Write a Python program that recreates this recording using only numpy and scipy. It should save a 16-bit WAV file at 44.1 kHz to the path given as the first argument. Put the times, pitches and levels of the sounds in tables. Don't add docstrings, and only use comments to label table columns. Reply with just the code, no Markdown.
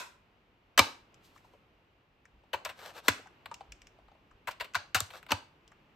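import sys
import numpy as np
from scipy import signal
from scipy.fft import rfft, irfft, next_fast_len
from scipy.io import wavfile

SR = 44100
rng = np.random.default_rng(int(sys.argv[2]) if len(sys.argv) > 2 else 0)


def file_out(sig):
    cols = np.atleast_2d(sig).T
    lim = np.clip(cols, -1, 1)
    pcm = np.round(lim * 32767).astype(np.int16)
    wavfile.write(sys.argv[1], SR, pcm)


N = 262395
TIME = np.arange(N) / SR
CONTACT_TIME = TIME[:6000]
FACES = 4

# (frequency [Hz], gain [dB])
AIR_COLOUR = [(15, -37), (25, -14.5), (49, -4.5), (137, -1), (277, -4.5), (309, -3), (575, -8), (1040, -10),
              (1740, -15), (2840, -13.5), (3250, -19), (7710, -39.5), (10100, -42), (12200, -33),
              (16000, -48)]
# (time [s], level [dB])
AIR_DRIFT = [(0, -66), (.6, -69), (1.2, -64), (2.1, -70), (3.2, -62.5), (4.2, -66.5), (5.95, -65.5)]
# (time [s], level [dB])
CASE_SWAYS = [(2.36, -65), (3.699, -56), (3.8, -67.5), (4.049, -65), (4.31, -64.5)]
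# (frequency [Hz], time to fall 60 dB [s])
ROOM_DECAY = [(100, 0.29), (1000, 0.35), (4000, 0.32), (8000, 0.3), (14000, 0.29)]
# (frequency [Hz], gain [dB])
ECHO_COLOUR = [(60, -8), (200, 3), (500, 2.5), (900, 0.5), (2500, 1), (5000, 4), (8000, 1.5), (11500, -3),
               (14500, -7), (16000, -15)]
# (frequency [Hz], left-right likeness [0-1])
ROOM_COHERENCE = [(100, 0.7), (300, 1), (700, 0.2027), (2000, 0.22), (6000, 0.4), (13000, 0.19)]
# (frequency [Hz], bandwidth [Hz], relative level [dB])
CASE_MODES = [(466, 190, -3.5), (486, 33, -6), (598, 130, 1), (736, 230, 0.5), (909, 56, 1.5),
              (1020, 93, 5), (1197, 44, -5), (1313, 250, -1.5), (1556, 83, -5.5), (1840, 87, -10.5),
              (2390, 310, -14.5), (2359, 66, 3), (2600, 130, -6.5), (3086, 140, -0.5), (3344, 79, -10.5),
              (4520, 870, -8), (5076, 380, -13.5), (6370, 150, -14.5), (7744, 460, -16)]
# (time [s], level [dB], chatter fade [ms], main pitch [Hz], crack [dB], knock [dB], thud [dB])
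STOP_CLACKS = [(0.7762, -19.5, 9.4, 1530, -6.5, -23, -26), (.791, -12.5, 2.8, 898, -8, -14.5, -21),
               (3.0815, -18, 5.5, 1710, -6.5, -11.5, -20.5), (4.7453, -35.5, 3.1, 1500, -16, -38, -32),
               (4.7505, -25, 8.2, 1290, -16, -33, -22.5), (4.9452, -22, 17.8, 1360, -5.5, -23.5, -16),
               (5.0036, -35.5, 1.6, 1260, 4.5, -32, -5.5), (5.3057, -31, 14, 1100, -20, -13.5, -35),
               (5.3169, -23, 5, 774, -12, -16, -14)]
# (frequency [Hz], gain [dB])
CRACK_COLOUR = [(1500, -29.5), (3000, -4.5), (5000, -0.5), (8000, -1), (11000, -3), (13500, -2.5),
                (16000, -14)]
# (time [s], level [dB], fade [ms], main pitch [Hz])
RAIL_SLIPS = [(.7844, -24, 5.1, 2420), (2.53, -27.5, 9.4, 650), (2.6486, -39, 3.4, 2850),
              (2.652, -35, 12.7, 1030), (2.688, -40.5, 10.8, 1280), (2.787, -52, 9.5, 1040),
              (2.858, -48.5, 3.5, 2510), (2.901, -51.5, 6.3, 900), (3.4568, -43, 3.3, 1058),
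              (4.4705, -31, 12, 1164), (4.508, -47.5, 6, 2600), (4.598, -42, 5.1, 1206),
              (4.603, -32.5, 9.2, 1170), (4.640, -45.5, 8.9, 1670), (5.103, -48.5, 5, 1350),
              (5.132, -46, 15, 980), (5.227, -53.5, 4.2, 1325), (5.264, -53.5, 2.7, 1186),
              (5.284, -42.5, 20, 890)]
# (time [s], level [dB], pitch [Hz])
FINGER_TAPS = [(1.142, -67.5, 2900), (1.36, -58, 1102), (1.376, -64, 1900), (1.443, -60.5, 860),
               (1.534, -57.5, 507), (2.253, -59.5, 1585), (3.19, -53, 540), (3.258, -55, 807),
               (3.270, -56.5, 1450), (3.5128, -39, 854), (3.5412, -51.5, 2840), (3.606, -45, 754),
               (3.7203, -50.5, 2460), (3.817, -58.5, 2330), (3.869, -60, 2560), (4.311, -62, 1170),
               (4.736, -54.5, 2140), (5.677, -68, 3200), (5.717, -58.5, 1247)]
# (frequency [Hz], gain [dB])
TICK_COLOUR = [(1500, -20), (3500, -6), (5200, 2), (7500, -2), (10000, -15), (13000, -16), (16000, -22)]
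# (time [s], relative peak level [dB])
SKIN_STROKES = [(1.25, -62.5), (1.36, -69), (1.452, -74), (1.534, -79)]
# (frequency [Hz], gain [dB])
SKIN_COLOUR = [(1500, -7.5), (4000, 4), (7000, -4), (13000, -2.5), (16000, -17)]
# (start [s], end [s])
GRIP_CHANGES = [(2.351, 2.5), (3.98, 4.4)]
# (time [s], length [s], relative peak level [dB])
RAIL_PUSHES = [(2.745, .19, -46), (2.928, .085, -45.5), (3.027, 0.076, -45.5), (5.085, .125, -48)]
# (frequency [Hz], gain [dB])
RUB_COLOUR = [(200, -25), (500, 6), (1300, 6.5), (2200, 0), (3500, -18), (5000, -19), (8000, -12),
              (13000, -11), (16000, -29.5)]
# (frequency [Hz], left-right likeness [0-1])
DIRECT_COHERENCE = [(200, .99), (800, .93), (2000, .83), (6000, .85), (9000, .7), (13000, .45)]
# (frequency [Hz], left over right [dB])
DIRECT_BALANCE = [(100, -2), (700, 2.5), (1500, 4), (4000, 1.5), (8000, 0.5)]
# (frequency [Hz], gain [dB])
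MIC_PORTS = [(8300, 0.5), (9300, -1.5), (10100, -19), (11000, -3.5), (12000, -2.5)]


def from_db(db):
    return 10 ** (np.asarray(db) / 20)


def rms_one(x):
    return x / np.sqrt(np.mean(x ** 2) + 1e-20)


def burst(x):
    return x * np.sqrt(.01 * SR / (np.sum(x ** 2, axis=-1, keepdims=True) + 1e-20))


def at_hz(points, hz):
    table_hz, value = np.transpose(points)
    return np.interp(np.log(np.maximum(hz, 1)), np.log(table_hz), value)


def colour(x, points):
    size = next_fast_len(x.shape[-1] // 2 + 2048, True) * 2
    gain = from_db(at_hz(points, np.fft.rfftfreq(size, 1 / SR)))
    cepstrum = irfft(np.log(gain))
    cepstrum[1:size // 2] *= 2
    cepstrum[size // 2 + 1:] = 0
    return irfft(rfft(x, size) * np.exp(rfft(cepstrum)))[..., :x.shape[-1]]


def widen(signals, coherence):
    alike = [(hz, np.clip(c, 0, .995)) for hz, c in coherence]
    side = colour(signals[1], [(hz, 10 * np.log10((1 - c) / (1 + c))) for hz, c in alike])
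    return np.array([signals[0] + side, signals[0] - side])


def resonate(x, hz, width_hz):
    r = np.exp(-np.pi * width_hz / SR)
    poles = [1, -2 * r * np.cos(2 * np.pi * hz / SR), r * r]
    return signal.lfilter(np.array([1, 0, -1]) * (1 - r * r) / 2, poles, x + 1e-18)


def add(out, start_s, sound):
    start = int(round(start_s * SR))
    out[:, start:start + sound.shape[-1]] += sound[:, :N - start]


def grains(count, per_s, spread_db):
    shape = (FACES, count)
    sizes = from_db(spread_db * np.minimum(rng.exponential(1, shape), 3)) * rng.choice([-1, 1], shape)
    return sizes * (rng.random(shape) < per_s / SR)


def chatter(swell_ms, fade_ms, per_s):
    ms = CONTACT_TIME * 1000
    envelope = (1 - np.exp(-ms / swell_ms)) ** 2 * np.exp(-ms / fade_ms)
    return grains(len(ms), per_s, spread_db=4) * envelope


def background(rumble_db=-77, sway_s=.035, hum_hz=94, hum_db=-77):
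    air = rms_one(widen(colour(rng.standard_normal((2, N)), AIR_COLOUR), ROOM_COHERENCE))
    air_gain = from_db(np.interp(TIME, *np.transpose(AIR_DRIFT)))
    rumble = rms_one(resonate(resonate(rng.standard_normal(N), 55, 22), 35, 23))
    sway = sum(from_db(db) * np.exp(-((TIME - s) / sway_s) ** 2) for s, db in CASE_SWAYS)
    hum = from_db(hum_db) * np.sin(2 * np.pi * hum_hz * TIME)
    return air_gain * air + (from_db(rumble_db) + sway) * rumble + hum


def room(faces, early_db=-13, early_t60_s=.027, late_db=-14, build_s=.0065):
    t = TIME[:SR * 5 // 8]
    edges_hz = np.geomspace(40, 19000, 13)
    white = rng.standard_normal((2, 2, FACES, len(t)))
    late = 0
    for k, (low, high) in enumerate(zip(edges_hz, edges_hz[1:])):
        band = signal.sosfilt(signal.butter(2, [low, high], "band", fs=SR, output="sos"), white[k % 2])
        late = late + band * from_db(-60 * t / at_hz(ROOM_DECAY, np.sqrt(low * high)))
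    early = rng.standard_normal((2, FACES, len(t))) * from_db(-60 * t / early_t60_s)
    build = 1 - np.exp(-(t / build_s) ** 2)
    echoes = from_db(early_db) * rms_one(early * build) + from_db(late_db) * rms_one(late * build)
    response = colour(widen(echoes, ROOM_COHERENCE), ECHO_COLOUR) / np.sqrt(2 * FACES * len(t))
    return signal.oaconvolve(faces[None], response, axes=2).sum(axis=1)[:, :N]


def case_ring(force, main_hz, favour_db=7, scatter_db=5.5, broad_db=-15):
    out = from_db(broad_db) * resonate(resonate(force, main_hz, 1.9 * main_hz), 1800, 4600)
    for k, (hz, width_hz, db) in enumerate(CASE_MODES):
        nearness = np.exp(-np.log2(hz / main_hz) ** 2)
        strength = from_db(db + favour_db * (nearness - 3) + rng.normal(0, scatter_db, (FACES, 1)))
        mode = resonate(force, hz, max(width_hz, hz / 60))
        out = out + (-1) ** k * strength * mode
    return out


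def dying_echo(clack_db=-23, crack_db=-3, age_s=.012):
    out = np.zeros((2, N))
    force = chatter(swell_ms=.66, fade_ms=.46, per_s=16000)
    ring = burst(case_ring(force, main_hz=1740))
    crack = from_db(crack_db) * burst(colour(force, CRACK_COLOUR))
    add(out, 0, from_db(clack_db) * room(ring + crack)[:, int(age_s * SR):])
    return out


def clacks(knock_hz=268, thud_hz=100, thud_lag_s=.006, damped_db=-1, crack_fade_share=.71):
    out = np.zeros((FACES, N))
    impulse = (CONTACT_TIME == 0) * 1.
    knock = burst(resonate(resonate(impulse, knock_hz, 90), knock_hz, 600))
    thud = burst(resonate(resonate(impulse, thud_hz, 40), 89, 59))
    thud = np.interp(CONTACT_TIME - thud_lag_s, CONTACT_TIME, thud, left=0)
    for s, db, fade_ms, hz, crack_db, knock_db, thud_db in STOP_CLACKS:
        force = chatter(.35, fade_ms, per_s=14000)
        damped = burst(resonate(resonate(force, hz, .63 * hz), hz, 1.1 * hz))
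        walls = burst(burst(case_ring(force, hz)) + from_db(damped_db) * damped)
        hard_force = chatter(.57, crack_fade_share * fade_ms, per_s=13000)
        crack = from_db(crack_db) * burst(colour(hard_force, CRACK_COLOUR))
        body = from_db(knock_db) * knock + from_db(thud_db) * thud
        add(out, s, from_db(db) * (walls + crack + body))
    return out


def slips(swell_share=.27, thud_db=-26, body_db=-17, crack_db_at_1khz=-10.5, crack_db_per_octave=4.5):
    out = np.zeros((FACES, N))
    for s, db, fade_ms, hz in RAIL_SLIPS:
        force = chatter(swell_share * fade_ms, fade_ms, per_s=6000)
        crack_db = crack_db_at_1khz + crack_db_per_octave * np.log2(hz / 1000)
        crack = from_db(crack_db) * burst(colour(force, CRACK_COLOUR))
        thud = from_db(thud_db) * burst(resonate(resonate(force, 85, 60), 54, 80))
        body = from_db(body_db) * burst(resonate(resonate(force, 480, 160), 580, 300))
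        walls = burst(case_ring(force, hz, favour_db=8.5, broad_db=-16))
        add(out, s, from_db(db) * (walls + crack + body + thud))
    return out


def taps(ring_db=-10, fade_ms_at_1khz=5.8, shortening=.76, tick_db_at_1khz=-17.5, tick_db_per_octave=12.5):
    out = np.zeros((FACES, N))
    for s, db, hz in FINGER_TAPS + faint_touches():
        octaves = np.log2(hz / 1000)
        force = chatter(.36, fade_ms_at_1khz / 2 ** (shortening * octaves), per_s=9900)
        note = burst(resonate(resonate(force, hz, hz / np.pi), hz, hz))
        ring = from_db(ring_db) * burst(case_ring(force, hz))
        tick_db = tick_db_at_1khz + tick_db_per_octave * octaves
        tick = from_db(tick_db) * burst(colour(force, TICK_COLOUR))
        add(out, s, from_db(db) * (burst(note + ring) + tick))
    return out


def brushes(gain_db=-2, rise_db_per_s=600.5, fall_db_per_s=203):
    envelope = sum(from_db(db + np.minimum(rise_db_per_s * (TIME - s), fall_db_per_s * (s - TIME)))
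                   for s, db in SKIN_STROKES)
    hiss = rms_one(colour(rng.standard_normal((FACES, N)), SKIN_COLOUR))
    return from_db(gain_db) * envelope * hiss


def faint_touches(per_s=10, db=-61.5, hz=876):
    rows = []
    for start, end in GRIP_CHANGES:
        for when, force, hardness in rng.random((round((end - start) * per_s), 3)):
            rows.append((start + when * (end - start), db + 6 * (force - .5), hz * 2 ** (hardness - .5)))
    return rows


def rubs(gain_db=-2, ring_db=-4, rise_share=.64, speed_power=1.1):
    out = np.zeros((FACES, N))
    for s, length_s, db in RAIL_PUSHES:
        speed = np.interp(np.linspace(0, 1, int(length_s * SR)), [0, rise_share, 1], [0, 1, 0])
        force = grains(len(speed), per_s=3500, spread_db=5)
        rasp = rms_one(colour(force, RUB_COLOUR))
        ring = from_db(ring_db) * rms_one(case_ring(force, main_hz=2500))
        add(out, s, from_db(gain_db + db) * speed ** speed_power * rms_one(rasp + ring))
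    return out


def scene():
    faces = clacks() + slips() + taps() + rubs() + brushes()
    left, right = widen(faces, DIRECT_COHERENCE)
    left = colour(left, [(hz, db / 2) for hz, db in DIRECT_BALANCE])
    right = colour(right, [(hz, -db / 2) for hz, db in DIRECT_BALANCE])
    return np.array([left, right]) + room(faces) + dying_echo() + background()


def record(dry, lag_from_hz=45, phase_turn_hz=9500, ceiling=.85, cutoff_hz=16300):
    for hz in np.geomspace(lag_from_hz, 3000, num=12):
        r = np.exp(-2 * np.pi * hz / SR)
        dry = signal.lfilter([-r, 1], [1, -r], dry)
    left, right = colour(dry, MIC_PORTS)
    poles = signal.iirnotch(phase_turn_hz, Q=6, fs=SR)[1]
    left = signal.lfilter(poles[::-1], poles, left)
    rounded = ceiling * np.tanh(np.array([left, right]) / ceiling)
    return signal.sosfilt(signal.ellip(10, .2, 80, cutoff_hz, fs=SR, output="sos"), rounded)


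dry = scene()
out = record(dry)
file_out(out)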